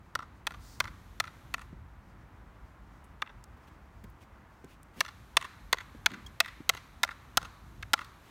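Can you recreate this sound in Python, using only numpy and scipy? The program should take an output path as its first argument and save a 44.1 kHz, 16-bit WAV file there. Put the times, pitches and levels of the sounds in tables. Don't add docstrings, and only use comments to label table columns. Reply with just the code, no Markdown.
import sys
import numpy as np
from scipy import signal
from scipy.fft import rfft, irfft, next_fast_len
from scipy.io import wavfile
from scipy.ndimage import map_coordinates

SR = 44100
rng = np.random.default_rng(int(sys.argv[2]) if len(sys.argv) > 2 else 0)


def digitize_waveform(pressure):
    field = np.atleast_2d(pressure).T
    bounded = np.clip(field, -1, 1)
    quanta = np.round(bounded * 32767).astype(np.int16)
    wavfile.write(sys.argv[1], SR, quanta)


N = 366030

# start_s, relative_level_db, body_db, bite_db, brightness_db, favoured_hz, turf_lag_s, facing_db
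IMPACTS = [(0.1526, -26.5, 6.5, -5, -1.5, 1305, 0.0027, 7), (0.469, -30, 5, 2.5, 2, 1370, 0.0031, 5.5),
           (0.8023, -22.5, 0, 0.5, -2.5, 1960, 0.0028, 5.5), (1.2004, -26, -1.5, 4, 1.5, 1387, 0.0028, 3.5),
           (1.5403, -31, 1, 7, 1, 2520, 0.0029, 2), (3.22, -28, 2, 4.5, -8, 2280, 0.0025, -3),
           (5.0064, -24, -1.5, 3.5, 4, 1700, 0.0021, 0.5), (5.369, -19.5, -3, 5.5, 4, 1020.0, 0.0022, -1),
           (5.7285, -22, 3, 4.5, 2, 1820, 0.0022, -5.5), (5.7412, -42, 15, 3.0, -0.5, 1500.0, 0.0028, -14),
           (6.0605, -20, -5.5, 5, 1, 1500.0, 0.0026, -9), (6.4029, -24, 2, 12.5, 5.5, 3430, 0.0027, -6),
           (6.6928, -24.5, 7, 7.5, 7.5, 1920, 0.0028, -6), (7.033, -22.0, -2, 5, 1, 1350.0, 0.0028, -6),
           (7.0459, -36.5, 8.5, -8, -1.5, 1350.0, 0.0019, -7),
           (7.3723, -20.5, 5, -0.5, 3.5, 1400, 0.003, -8), (7.8266, -38, -26, 6, -6.5, 1500.0, 0.003, -21),
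           (7.9341, -18.5, 3.5, -1, 2, 1310, 0.0035, -8)]
TONE_BANDS = [600, 1350, 2100, 4300, 10000]
# pitch_hz, relative_level_db, t60_s
STICK_MODES = [(288, -26, 0.014), (507, -21, 0.025), (551, -12.5, 0.016), (657, -11, 0.0086),
               (835, -14, 0.029), (1020, -2.5, 0.01), (1206, -6, 0.021), (1350, -4, 0.022),
               (1500, 2, 0.0066), (1720, -4, 0.012), (1973, -1.5, .012), (2285, -8.5, 0.0077),
               (2617, -4, 0.015), (3487, -3.5, 0.013), (3505, -10.5, 0.0047), (3835, -2, 0.0065),
               (4450, -3, 0.006), (4405, -8.5, 0.018), (6080, -11.5, 0.0049), (6620, -14, 0.0095)]
# frequency_hz, gain_db
CONTACT_SPECTRUM = [(200, -40), (1000, -11.5), (4000, 12.5), (9000, 7.5), (10500, 1), (13000, 8.5),
                    (16000, -6)]
SHELL_SPECTRUM = [(200, -13), (900, -11), (2000, 0), (4000, -13), (6300, -2.5), (7700, -21), (9000, -6),
                  (10500, -16.5), (13000, -18), (16000, -21)]
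UNDERSIDE_SPECTRUM = [(200, -22), (1100, 0.5), (2400, -3.5), (15000, -9.5)]

# lag_after_nearest_s, relative_level_db, spread_s
BOARD_ECHOES = [(0, -19.5, 0.00077), (.003, -26, .0006), (.0128, -17, .0004), (0.032, -22.5, .005),
                (.037, -20.5, 0.006)]
# time_s, lag_s
NEAREST_BOARD_LAG = [(0, .038), (1.5, .0405), (6, .044)]
# frequency_hz, t60_s
REVERB_DECAY = [(200, 0.25), (1300, 1), (4000, 0.84), (12000, 0.63)]
# frequency_hz, gain_db
TURF_RESPONSE = [(200, 7), (1200, 8.5), (3000, 2.5), (6000, -1), (15000, -17.5)]
ONLOOKER_RESPONSE = [(200, -5), (1200, 0), (4000, -1.5), (15000, -10)]
BOARD_RESPONSE = [(200, 2), (700, -1.5), (1350, 2), (1900, -2.5), (4000, -11.5), (6500, -13),
                  (10000, -17.5), (16000, -17)]
REVERB_RESPONSE = [(200, -20.5), (600, -22), (1100, 7.5), (2200, -3.5), (3000, -10), (4000, -6),
                   (5000, -15), (6200, -15.5), (10000, -23.5), (16000, -34.5)]

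# start_s, relative_level_db, t60_s
FOOTFALLS = [(1.727, -44, 0.067), (3.68, -53, 0.056), (4.043, -42, 0.058), (4.641, -39, 0.061),
             (4.96, -55.5, 0.29), (5.948, -37, 0.041), (6.11, -49.5, 0.62), (6.603, -38.5, 0.041)]
# start_s, level_db, length_s
SOLE_DRAGS = [(3.561, -67, .035), (3.663, -60, 0.037), (4.191, -60.5, 0.068), (4.65, -60, 0.13),
              (4.944, -51, 0.11), (5.953, -67, 0.044), (8.185, -60.5, 0.23)]
# start_s, relative_level_db, centre_hz, t60_s
KIT_TICKS = [(1.615, -51, 6900, 0.031), (3.042, -59.5, 9080, .06), (3.4402, -43.5, 5770, 0.013),
             (4.04, -49, 2030, 0.031), (4.1, -61, 13000, 0.04), (4.645, -46, 7000, 0.0075),
             (4.831, -45, 9000, 0.0091), (6.2638, -48.5, 5900, 0.056), (8.046, -45, 4000, 0.023)]
# time_s, relative_level_db
BREEZE = [(0, -51.5), (.42, -54.5), (.65, -47.5), (1.2, -54), (1.6, -52), (2.0, -48), (2.5, -53),
          (4.0, -55), (4.5, -58), (6.2, -54), (8.3, -53.5)]
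# start_s, end_s, level_db
RAISED_HISS = [(0.458, 1.63, -69.5), (4.927, 8.3, -70)]
# frequency_hz, gain_db
SOLE_SPECTRUM = [(40, -15.5), (120, 2), (220, 9), (380, -2.5), (600, -18), (1500, -20), (5000, -38),
                 (15000, -57)]
SCUFF_SPECTRUM = [(300, 10), (900, -4.5), (2500, 1.5), (5000, -7.5), (10000, -13.5), (15600, -14),
                  (16200, -30)]
CLOTH_SPECTRUM = [(1500, -41), (3700, -2), (4600, 4.5), (6500, 1.5), (8500, -1.5), (10500, -8), (13000, -8),
                  (15700, -5), (16200, -29)]
WIND_SPECTRUM = [(20, -34.5), (32, -19.5), (45, 3), (70, 1), (110, -4), (200, -12.5), (330, -20.5),
                 (600, -41), (2000, -65)]
TRAFFIC_SPECTRUM = [(60, -9), (200, 3.5), (450, -4.5), (700, -2.5), (1000, 0), (1400, -3.5), (2000, -8.5),
                    (3000, -18.5), (5000, -29.5), (10000, -36)]
HISS_SPECTRUM = [(500, -13), (2000, 7), (3800, 8.5), (5000, 1.5), (6200, 4.5), (8000, -0.5), (10500, -1),
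                 (13000, 1.5), (15600, -7.5), (16200, -22.5)]


def ball_taps(gain_db=-10, reverb_db=-24, onlooker_db=-8, onlooker_lag_s=0.0016, top_growth=1.24):
    out, t = np.zeros(N), np.arange(SR // 10) / SR
    for start_s, level_db, body_db, bite_db, bright_db, favoured_hz, turf_lag_s, facing_db in IMPACTS:
        blow = unit_rms(impact(t, favoured_hz))
        near = blow.copy()
        add(near, turf_lag_s, colour(blade_underside(t, blow), TURF_RESPONSE))
        off_onlooker = amp(onlooker_db) * colour(near, ONLOOKER_RESPONSE)
        add(near, onlooker_lag_s * rng.uniform(0.76, 1.3), off_onlooker)
        heard = amp(reverb_db) * np.linalg.norm(blow) * reverberation()
        add(heard, 0, unit_rms(near))
        add(heard, 0, signal.fftconvolve(blow, board_echoes(start_s, facing_db)))
        tone = list(zip(TONE_BANDS, [body_db, 0, bite_db, bright_db, top_growth * bright_db]))
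        add(out, start_s, amp(level_db + gain_db) * colour(heard, tone))
        add(out, start_s, shaft_hum(t, level_db + bite_db + max(bright_db, 0)))
    return out


def impact(t, favoured_hz, boost_db=5, log_width=0.095, detune=0.026, crack_db=-4, edge_db=-7):
    hz, level_db, t60_s = np.transpose(STICK_MODES)
    scatter_db, shift = rng.standard_normal((2, len(hz)))
    nearness = np.exp(-(np.log(hz / favoured_hz) / log_width) ** 2)
    level_db = level_db + scatter_db + boost_db * nearness
    polarity = (-1) ** np.arange(len(hz))
    waves = np.sin(2 * np.pi * (hz * (1 + detune * shift))[:, None] * t)
    ring = (polarity * amp(level_db)) @ (waves * decay(t, t60_s[:, None]))
    crack = colour(rng.standard_normal(len(t)) * decay(t, t60_s=0.016), SHELL_SPECTRUM)
    edge = colour(1.0 * (t == 0), CONTACT_SPECTRUM)
    return unit_rms(ring) + amp(crack_db) * unit_rms(crack) + amp(edge_db) * unit_rms(edge)


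def blade_underside(t, blow, shared=0.5):
    crack = colour(rng.standard_normal(len(t)) * decay(t, t60_s=0.016), UNDERSIDE_SPECTRUM)
    return unit_rms(shared * blow + (1 - shared) * unit_rms(crack))


def shaft_hum(t, drive_db, gain_db=-24.5, pitch_hz=670):
    return amp(drive_db + gain_db) * np.sin(2 * np.pi * pitch_hz * t) * decay(t, t60_s=0.064)


def board_echoes(time_s, facing_db, diffuse=0.78, specular=0.84, far_share=0.32):
    t = np.arange(SR // 5) / SR
    nearest_s = np.interp(time_s, *np.transpose(NEAREST_BOARD_LAG))
    response = np.zeros(len(t))
    for k, (later_s, level_db, spread_s) in enumerate(BOARD_ECHOES):
        smear = rng.standard_normal(len(t)) * np.exp(-t / spread_s)
        slap = diffuse * smear / np.linalg.norm(smear) + specular * (t == 0)
        share = 1 if k < 2 else far_share
        add(response, nearest_s + later_s, amp(level_db + share * facing_db) * slap)
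    return colour(response, BOARD_RESPONSE)


def reverberation(rise_s=0.028):
    t = np.arange(SR) / SR
    hz, frame_s, spectra = signal.stft(rng.standard_normal(SR), SR, nperseg=256)
    damped = spectra * decay(frame_s, at_frequency(REVERB_DECAY, hz)[:, None])
    tail = signal.istft(damped, SR, nperseg=256)[1][:SR]
    tail = colour(tail * (1 - np.exp(-t / rise_s)), REVERB_RESPONSE)
    return tail / np.linalg.norm(tail)


def steps(gain_db=3, rise_s=0.0014):
    out, t = np.zeros(N), np.arange(SR // 4) / SR
    for start_s, level_db, t60_s in FOOTFALLS:
        thud = unit_rms(colour(rng.standard_normal(len(t)), SOLE_SPECTRUM))
        envelope = decay(t, t60_s) * (1 - np.exp(-t / rise_s))
        add(out, start_s, amp(level_db + gain_db) * envelope * thud)
    return out


def scuffs(grain_db=3):
    out = np.zeros(N)
    for start_s, level_db, length_s in SOLE_DRAGS:
        swell = np.hanning(round(length_s * SR))
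        grit, grain_size = rng.standard_normal((2, SR // 4))[:, :len(swell)]
        scrape = unit_rms(colour(grit * amp(grain_db * grain_size), SCUFF_SPECTRUM))
        add(out, start_s, amp(level_db) * swell * scrape)
    return out


def ticks(gain_db=-3, skirt_db=-14):
    out, t = np.zeros(N), np.arange(SR // 5) / SR
    for start_s, level_db, hz, t60_s in KIT_TICKS:
        band = [(hz / 10, 3 * skirt_db), (hz / 2, skirt_db), (hz, 0), (hz * 2, skirt_db)]
        grain = unit_rms(colour(rng.standard_normal(len(t)), band))
        add(out, start_s, amp(level_db + gain_db) * grain * decay(t, t60_s))
    return out


def squeak(start_s=6.261, level_db=-42, pitch_hz=3270, length_s=0.014, octave_db=-12):
    out, swell = np.zeros(N), np.hanning(round(length_s * SR))
    phase = 2 * np.pi * pitch_hz * np.arange(len(swell)) / SR
    tone = np.sin(phase) + amp(octave_db) * np.sin(2 * phase)
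    add(out, start_s, amp(level_db) * swell * tone)
    return out


def rustle(start_s=0.585, level_db=-61, attack_s=0.064, hold_s=0.075, t60_s=0.8):
    t = np.arange(N) / SR - start_s
    swell = np.clip(t / attack_s, 0, 1) * decay(np.maximum(t - attack_s - hold_s, 0), t60_s)
    return amp(level_db + waver_db(depth_db=0.37, rate_hz=37.5)) * swell * noise(CLOTH_SPECTRUM)


def kit_whisper(level_db=-84):
    return amp(level_db + waver_db(depth_db=4, rate_hz=19)) * noise(CLOTH_SPECTRUM)


def wind(gain_db=-1):
    breeze_db = np.interp(np.arange(N) / SR, *np.transpose(BREEZE))
    return amp(breeze_db + gain_db + waver_db(depth_db=2.5, rate_hz=11)) * noise(WIND_SPECTRUM)


def traffic(level_db=-60.5):
    return amp(level_db + waver_db(depth_db=0.99, rate_hz=4.24)) * noise(TRAFFIC_SPECTRUM)


def hiss(rest_db=-80.5, rise_s=0.016, fall_s=0.11):
    t, level_db = np.arange(N) / SR, np.full(N, rest_db)
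    for start_s, end_s, raised_db in RAISED_HISS:
        ramps = np.minimum((t - start_s) / rise_s, 1 - (t - end_s) / fall_s)
        level_db += (raised_db - rest_db) * np.clip(ramps, 0, 1)
    return amp(level_db) * noise(HISS_SPECTRUM)


def amp(db):
    return 10 ** (np.asarray(db) / 20)


def unit_rms(x):
    return x / np.sqrt(np.mean(x ** 2) + 1e-20)


def at_frequency(points, hz):
    known_hz, values = np.transpose(points)
    return np.interp(np.log(hz + 1), np.log(known_hz + 1), values)


def waver_db(depth_db, rate_hz):
    knots = rng.standard_normal(int(N * rate_hz / SR) + 4)
    return depth_db * map_coordinates(knots, [np.arange(N) * rate_hz / SR])


def decay(t, t60_s):
    return np.exp(-np.log(1000) * t / t60_s)


def add(track, start_s, sound):
    part = track[max(round(start_s * SR), 0):][:len(sound)]
    part += sound[:len(part)]


def colour(x, points, size=2048):
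    gain = amp(at_frequency(points, np.fft.rfftfreq(size, 1 / SR)))
    cepstrum = irfft(np.log(gain))
    cepstrum[1:size // 2] *= 2
    cepstrum[size // 2 + 1:] = 0
    response = irfft(np.exp(rfft(cepstrum)))
    return signal.fftconvolve(x, response)[:len(x)]


def noise(points):
    size = next_fast_len(N)
    gain = amp(at_frequency(points, np.fft.rfftfreq(size, 1 / SR)))
    return unit_rms(irfft(rfft(rng.standard_normal(size)) * gain)[:N])


def scene():
    player = ball_taps() + ticks() + squeak() + steps() + scuffs() + rustle() + kit_whisper()
    return (player + wind() + traffic() + hiss())[None]


def record(dry):
    limit_hz, slope_hz = 17000, 900
    size = next_fast_len(N + SR // 2)
    ramp = np.clip((limit_hz - np.fft.rfftfreq(size, 1 / SR)) / slope_hz, 0, 1)
    return irfft(rfft(dry, size) * np.sin(np.pi / 2 * ramp) ** 2, size)[..., :N]


dry = scene()
out = record(dry)
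digitize_waveform(out)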